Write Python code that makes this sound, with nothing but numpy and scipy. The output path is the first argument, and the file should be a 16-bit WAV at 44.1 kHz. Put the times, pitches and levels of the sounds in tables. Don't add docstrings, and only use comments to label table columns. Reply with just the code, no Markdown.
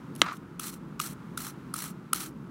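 import sys
import numpy as np
from scipy import signal
from scipy.fft import rfft, irfft, next_fast_len
from scipy.io import wavfile
from scipy.ndimage import uniform_filter1d, map_coordinates

SR = 44100
rng = np.random.default_rng(int(sys.argv[2]) if len(sys.argv) > 2 else 0)


def master_out(mix):
    frames = np.transpose(np.atleast_2d(mix))
    ceiling = np.clip(frames, -1, 1)
    pcm = np.round(ceiling * 32767).astype(np.int16)
    wavfile.write(sys.argv[1], SR, pcm)


def linear_from_db(decibels):
    return 10 ** (np.asarray(decibels, float) / 20)


N = 110250
T_S = np.arange(N) / SR


def unit(x):
    return x / np.sqrt(np.mean(x ** 2) + 1e-20)


def filtered(x, response):
    size = next_fast_len(N + SR // 2)
    spectrum = rfft(x, size) * response(np.fft.rfftfreq(size, 1 / SR))
    return irfft(spectrum, size)[:N]


def colour(points):
    freq_hz, level_db = np.transpose([(5, -120), *points, (SR, -120)])
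    return lambda hz: linear_from_db(np.interp(np.log(hz + 1), np.log(freq_hz), level_db))


def noise(points):
    return unit(filtered(rng.standard_normal(N), colour(points)))


def body(peaks):
    def response(f):
        total = 0
        for k, (freq_hz, width_hz, level_db) in enumerate(peaks):
            damping = 1j * f * width_hz
            total = total + (-1) ** k * linear_from_db(level_db) * damping / (freq_hz ** 2 - f * f + damping)
        return total
    return response


def wobble(rate_hz):
    return map_coordinates(rng.standard_normal(N // 10), [np.arange(N) * rate_hz / SR])


def snaps(rate_hz, spread_db, biggest=3.5):
    slips = rng.random(N) < rate_hz / SR
    size = np.minimum(rng.exponential(size=N), biggest)
    sign = np.sign(rng.standard_normal(N))
    return unit(slips * linear_from_db(spread_db * size) * sign)


def pressure(tables):
    return sum(linear_from_db(np.interp(T_S, *np.transpose(rows), left=-200, right=-200)) for rows in tables)


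# freq_hz, level_db (per Hz)
RUMBLE = [(25, -38), (60, -12.5), (85, -21.5), (150, -1.5), (260, -6), (340, -9.5), (480, -21), (700, -29)]
HISS = [(500, -44.5), (800, -2.5), (1050, 1.5), (1350, 2), (1700, -7.5), (2500, -13.5), (5000, -22.5),
        (16000, -31.5)]


def air():
    rumble_db = -43.5 + 1.17 * wobble(8.9)
    hiss_db = -56 + 1.8 * wobble(1.7)
    return linear_from_db(rumble_db) * noise(RUMBLE) + linear_from_db(hiss_db) * noise(HISS)


# start_s, length_s, tips_db, shank_db
LANDINGS = [(0.1508, 0.0032, -42, -51), (0.1565, 0.01, -45, -48), (0.328, 0.0025, -56, -46),
            (0.364, 0.0094, -57.5, -52.5), (0.592, 0.0099, -32.5, -39), (0.605, 0.0032, -48, -40),
            (0.9944, 0.0018, -35.5, -30.5), (0.9964, 0.0075, -32, -25.5), (1.3716, 0.0085, -30, -36),
            (1.7369, 0.0065, -29, -46), (1.761, 0.0066, -35, -55), (2.129, 0.0069, -20.5, -22)]
# freq_hz, level_db
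TIPS = [(3000, -20), (6000, -7.5), (8000, -9), (10000, -2), (12000, -6), (16500, -18.5)]
# freq_hz, level_db
SHANK = [(600, -25.5), (1500, -17), (3200, 7), (4500, -13), (6000, 4), (9000, -14)]
# freq_hz, width_hz, level_db
WIRES = [(1300, 220, 8), (3200, 900, -10.5), (4200, 300, 2), (5850, 860, 2), (6520, 200, -9.5),
         (7430, 170, 1), (8140, 650, 1.5), (9250, 270, 3.5), (9850, 280, 5.5), (11050, 300, 2),
         (11600, 430, -2.5), (13000, 400, -4.5), (14400, 430, 0.5)]


def slaps():
    tips, shank = np.zeros(N), np.zeros(N)
    for start_s, length_s, tips_db, shank_db in LANDINGS:
        progress = np.clip((T_S - start_s) / length_s, 0, 1)
        swell = np.sin(np.pi * progress ** 1.4) ** 2
        tips += linear_from_db(tips_db) * swell
        shank += linear_from_db(shank_db) * swell
    slap = tips * noise(TIPS) + shank * noise(SHANK)
    metal = body(WIRES)
    return filtered(slap, lambda hz: 0.85 + 0.81 * metal(hz))


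# time_s, level_db
GRAZE = [
    [(.166, -67), (.178, -59.5), (.19, -54), (.2, -53.5), (.213, -55), (.216, -59)],
    [(.226, -58), (.25, -58), (.3, -69), (.318, -65), (.326, -53), (.34, -56.5), (.362, -56), (.374, -60.5),
     (.378, -67.5)],
]
# time_s, level_db
STROKES = [
    [(.601, -52), (.613, -43), (.63, -42), (.68, -40), (.706, -48.5), (.711, -55), (.735, -47.5),
     (.757, -56), (.782, -68)],
    [(1.004, -47), (1.012, -39.5), (1.035, -40), (1.065, -37.5), (1.085, -45.5), (1.134, -52), (1.142, -69),
     (1.15, -72.5)],
    [(1.381, -41), (1.398, -44.5), (1.41, -42), (1.48, -41.5), (1.505, -49.5), (1.525, -64.5), (1.545, -76)],
    [(1.745, -40), (1.751, -48), (1.76, -42.5), (1.85, -41), (1.862, -40), (1.91, -52), (1.922, -62.5),
     (1.935, -83)],
    [(2.136, -51), (2.143, -47), (2.146, -38.5), (2.236, -38.5), (2.239, -41), (2.28, -49.5), (2.298, -64),
     (2.315, -70)],
]
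# time_s, extra_pressure_db
TUFTS = [(.634, 3), (0.658, -1), (0.667, 2), (0.695, 4), (0.704, 4.5), (.74, 4), (1.016, 8.5), (1.057, 0.5),
         (1.131, 2), (1.401, 4.5), (1.406, 5.5), (1.419, 6), (1.448, 5), (1.468, 7.5), (1.782, 3),
         (1.79, 7), (1.803, 5), (1.822, 9.5), (1.841, 8), (1.864, -3.5), (1.872, -6), (2.146, 6), (2.16, 5),
         (2.192, -3), (2.206, 3.5), (2.214, 0), (2.235, -1)]
# freq_hz, level_db
SCRATCH = [(300, -14.5), (900, 4.5), (2000, 8), (5000, 1.5), (10000, 3), (16000, 0.5)]


def brush():
    snaps_per_s, snap_spread_db, hiss_db = 5000, 1.5, -1.5
    tuft_rise_s = 0.0017
    flare_db, drift_db, ring_db = 2.5, 1.2, 6.5
    slips = unit(snaps(snaps_per_s, snap_spread_db) + linear_from_db(hiss_db) * rng.standard_normal(N))

    catch_db = np.zeros(N)
    for time_s, extra_db in TUFTS:
        u = np.clip(T_S - time_s + tuft_rise_s, 0, 1) / tuft_rise_s
        catch_db += extra_db * u * np.exp(1 - u)
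    uneven_db = 0.7 * wobble(110) + 1.4 * wobble(350)
    push = linear_from_db(catch_db + uneven_db) * pressure(STROKES + GRAZE)

    flares = [linear_from_db(flare_db * wobble(110) + drift_db * wobble(6.76)) for _ in WIRES]

    def metal(drive):
        ring = sum(filtered(drive * flare, body([mode])) for mode, flare in zip(WIRES, flares))
        return filtered(drive, colour(SCRATCH)) + linear_from_db(ring_db) * ring

    return metal(slips * push) / np.std(metal(slips))


# freq_hz, level_db, t60_s
CLICK = [(313, -9.5, 0.02), (479, -17, .015), (800, -23, 0.008), (1285, -5.5, 0.011), (1662, -17.5, 0.023),
         (2136, -11, 0.012), (2730, -8, 0.0038), (3170, 2.5, 0.0039), (3706, -10.5, 0.0071),
         (5920, -20.5, 0.011), (7250, -20.5, 0.01), (9720, -30.5, 0.013), (11980, -38, .02),
         (14100, -37, .008)]
# freq_hz, level_db
CRACK = [(450, -4), (4000, -6), (8000, -6), (14000, -27)]


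def click():
    start_s, rise_cycles = 0.21702, 0.85
    crack_db, crack_t60_s, crack_rise_s = -15, 0.017, 0.00034
    t = np.clip(T_S - start_s, 0, 1)
    ring = np.zeros(N)
    for freq_hz, level_db, t60_s in CLICK:
        rise = 1 - np.exp(-(t * freq_hz / rise_cycles) ** 2)
        ring -= linear_from_db(level_db + 3 - 60 * t / t60_s) * np.sin(2 * np.pi * freq_hz * t) * rise
    crack_gain = linear_from_db(crack_db - 60 * t / crack_t60_s) * (1 - np.exp(-t / crack_rise_s))
    return ring + crack_gain * noise(CRACK)


# time_s, level_db
DRAG = [(.226, -42), (.246, -42), (.252, -40.5), (.268, -38.5), (.278, -40), (.298, -43), (.304, -39),
        (.319, -47), (.345, -52)]
# freq_hz, width_hz, level_db
HANDLE = [(594.4, 300, -15.5), (950, 177, -5), (1180, 150, 2), (1350, 150, 3.5), (1944, 920, -9.5),
          (2770, 250, -9.5), (3830, 2200, -18)]


def drag():
    slips_per_s, spread_db, top_hz, level_db = 2600, 3, 5110, 6.0
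    slips = snaps(slips_per_s, spread_db) * linear_from_db(2.3 * wobble(120.1))
    plastic = body(HANDLE)
    soft = lambda hz: plastic(hz) / (1 + 1j * hz / top_hz) ** 2
    return linear_from_db(level_db) * filtered(slips * pressure([DRAG]), soft) / np.std(filtered(slips, soft))


# start_s, level_db, pitch_hz
KNOCKS = [(.32, -28.5, 1158), (.596, -31.5, 1287), (0.9933, -39.5, 1300), (0.999, -20, 1245),
          (1.3746, -26.5, 1378), (1.7395, -26, 1278), (1.759, -34.5, 1300), (2.1307, -16, 1307),
          (.596, -36, 3290), (0.595, -43.5, 2750), (.596, -45.5, 4400), (1.741, -44.5, 3310),
          (.596, -35, 6040), (1.0, -30.5, 2800), (1.0, -29.5, 5900), (1.3755, -33, 3700), (1.74, -43, 5920),
          (2.131, -27.5, 3210), (2.13, -36, 4680)]


def knocks():
    handle_rise_s, jaw_rise_s = 0.002, 0.00114
    out = np.zeros(N)
    for start_s, level_db, pitch_hz in KNOCKS:
        rise_s = handle_rise_s if pitch_hz < 2000 else jaw_rise_s
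        u = np.clip(T_S - start_s, 0, 1) / rise_s
        swell = (u * np.exp(1 - u)) ** 1.8
        out += linear_from_db(level_db) * swell * np.sin(2 * np.pi * pitch_hz * (T_S - start_s))
    return out


def room(x):
    delay_samples, t60_s, top_hz = 200, 0.11, 4000
    t = np.arange(SR // 3) / SR
    tail = rng.standard_normal(len(t)) * linear_from_db(-60 * t / t60_s)
    wet = signal.fftconvolve(np.pad(x, (delay_samples, 0)), tail / np.linalg.norm(tail))[:N]
    return filtered(wet, lambda hz: 1 / (1 + 1j * hz / top_hz))


def scene():
    bass_cut_hz, room_db = 120, -23
    contact = slaps() + brush() + click() + drag() + knocks()
    near = filtered(contact, lambda hz: (1j * hz / (bass_cut_hz + 1j * hz)) ** 2)
    return (near + linear_from_db(room_db) * room(near) + air())[None]


def low_pass(x):
    return signal.sosfilt(signal.butter(12, 16810, fs=SR, output="sos"), x)


def record(dry):
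    ceiling, top_hz, sharp_top_hz, edge_hz = 1.05, 15900, 16800, 150
    sharp_db, sharp_rise_db, sharp_lag_s = -42, 13, 0.008
    held = dry[0] / (1 + np.abs(dry[0] / ceiling) ** 8) ** (1 / 8)

    def below(limit_hz):
        slope = lambda hz: np.clip((hz - limit_hz) / edge_hz + 0.5, 0, 1)
        return filtered(held, lambda hz: np.cos(np.pi / 2 * slope(hz)) ** 2)

    treble = filtered(held, lambda hz: np.clip(hz / 5000 - 0.5, 0, 1))
    bright = np.abs(uniform_filter1d(treble ** 2, size=200))
    earlier = np.roll(bright, round(sharp_lag_s * SR))
    attack = (bright > linear_from_db(2 * sharp_db)) & (bright > linear_from_db(2 * sharp_rise_db) * earlier)
    opening = uniform_filter1d(1. * attack, size=200)
    steady = below(top_hz)
    mix = steady + opening * (below(sharp_top_hz) - steady)
    return low_pass(mix[None])


dry = scene()
out = record(dry)
master_out(out)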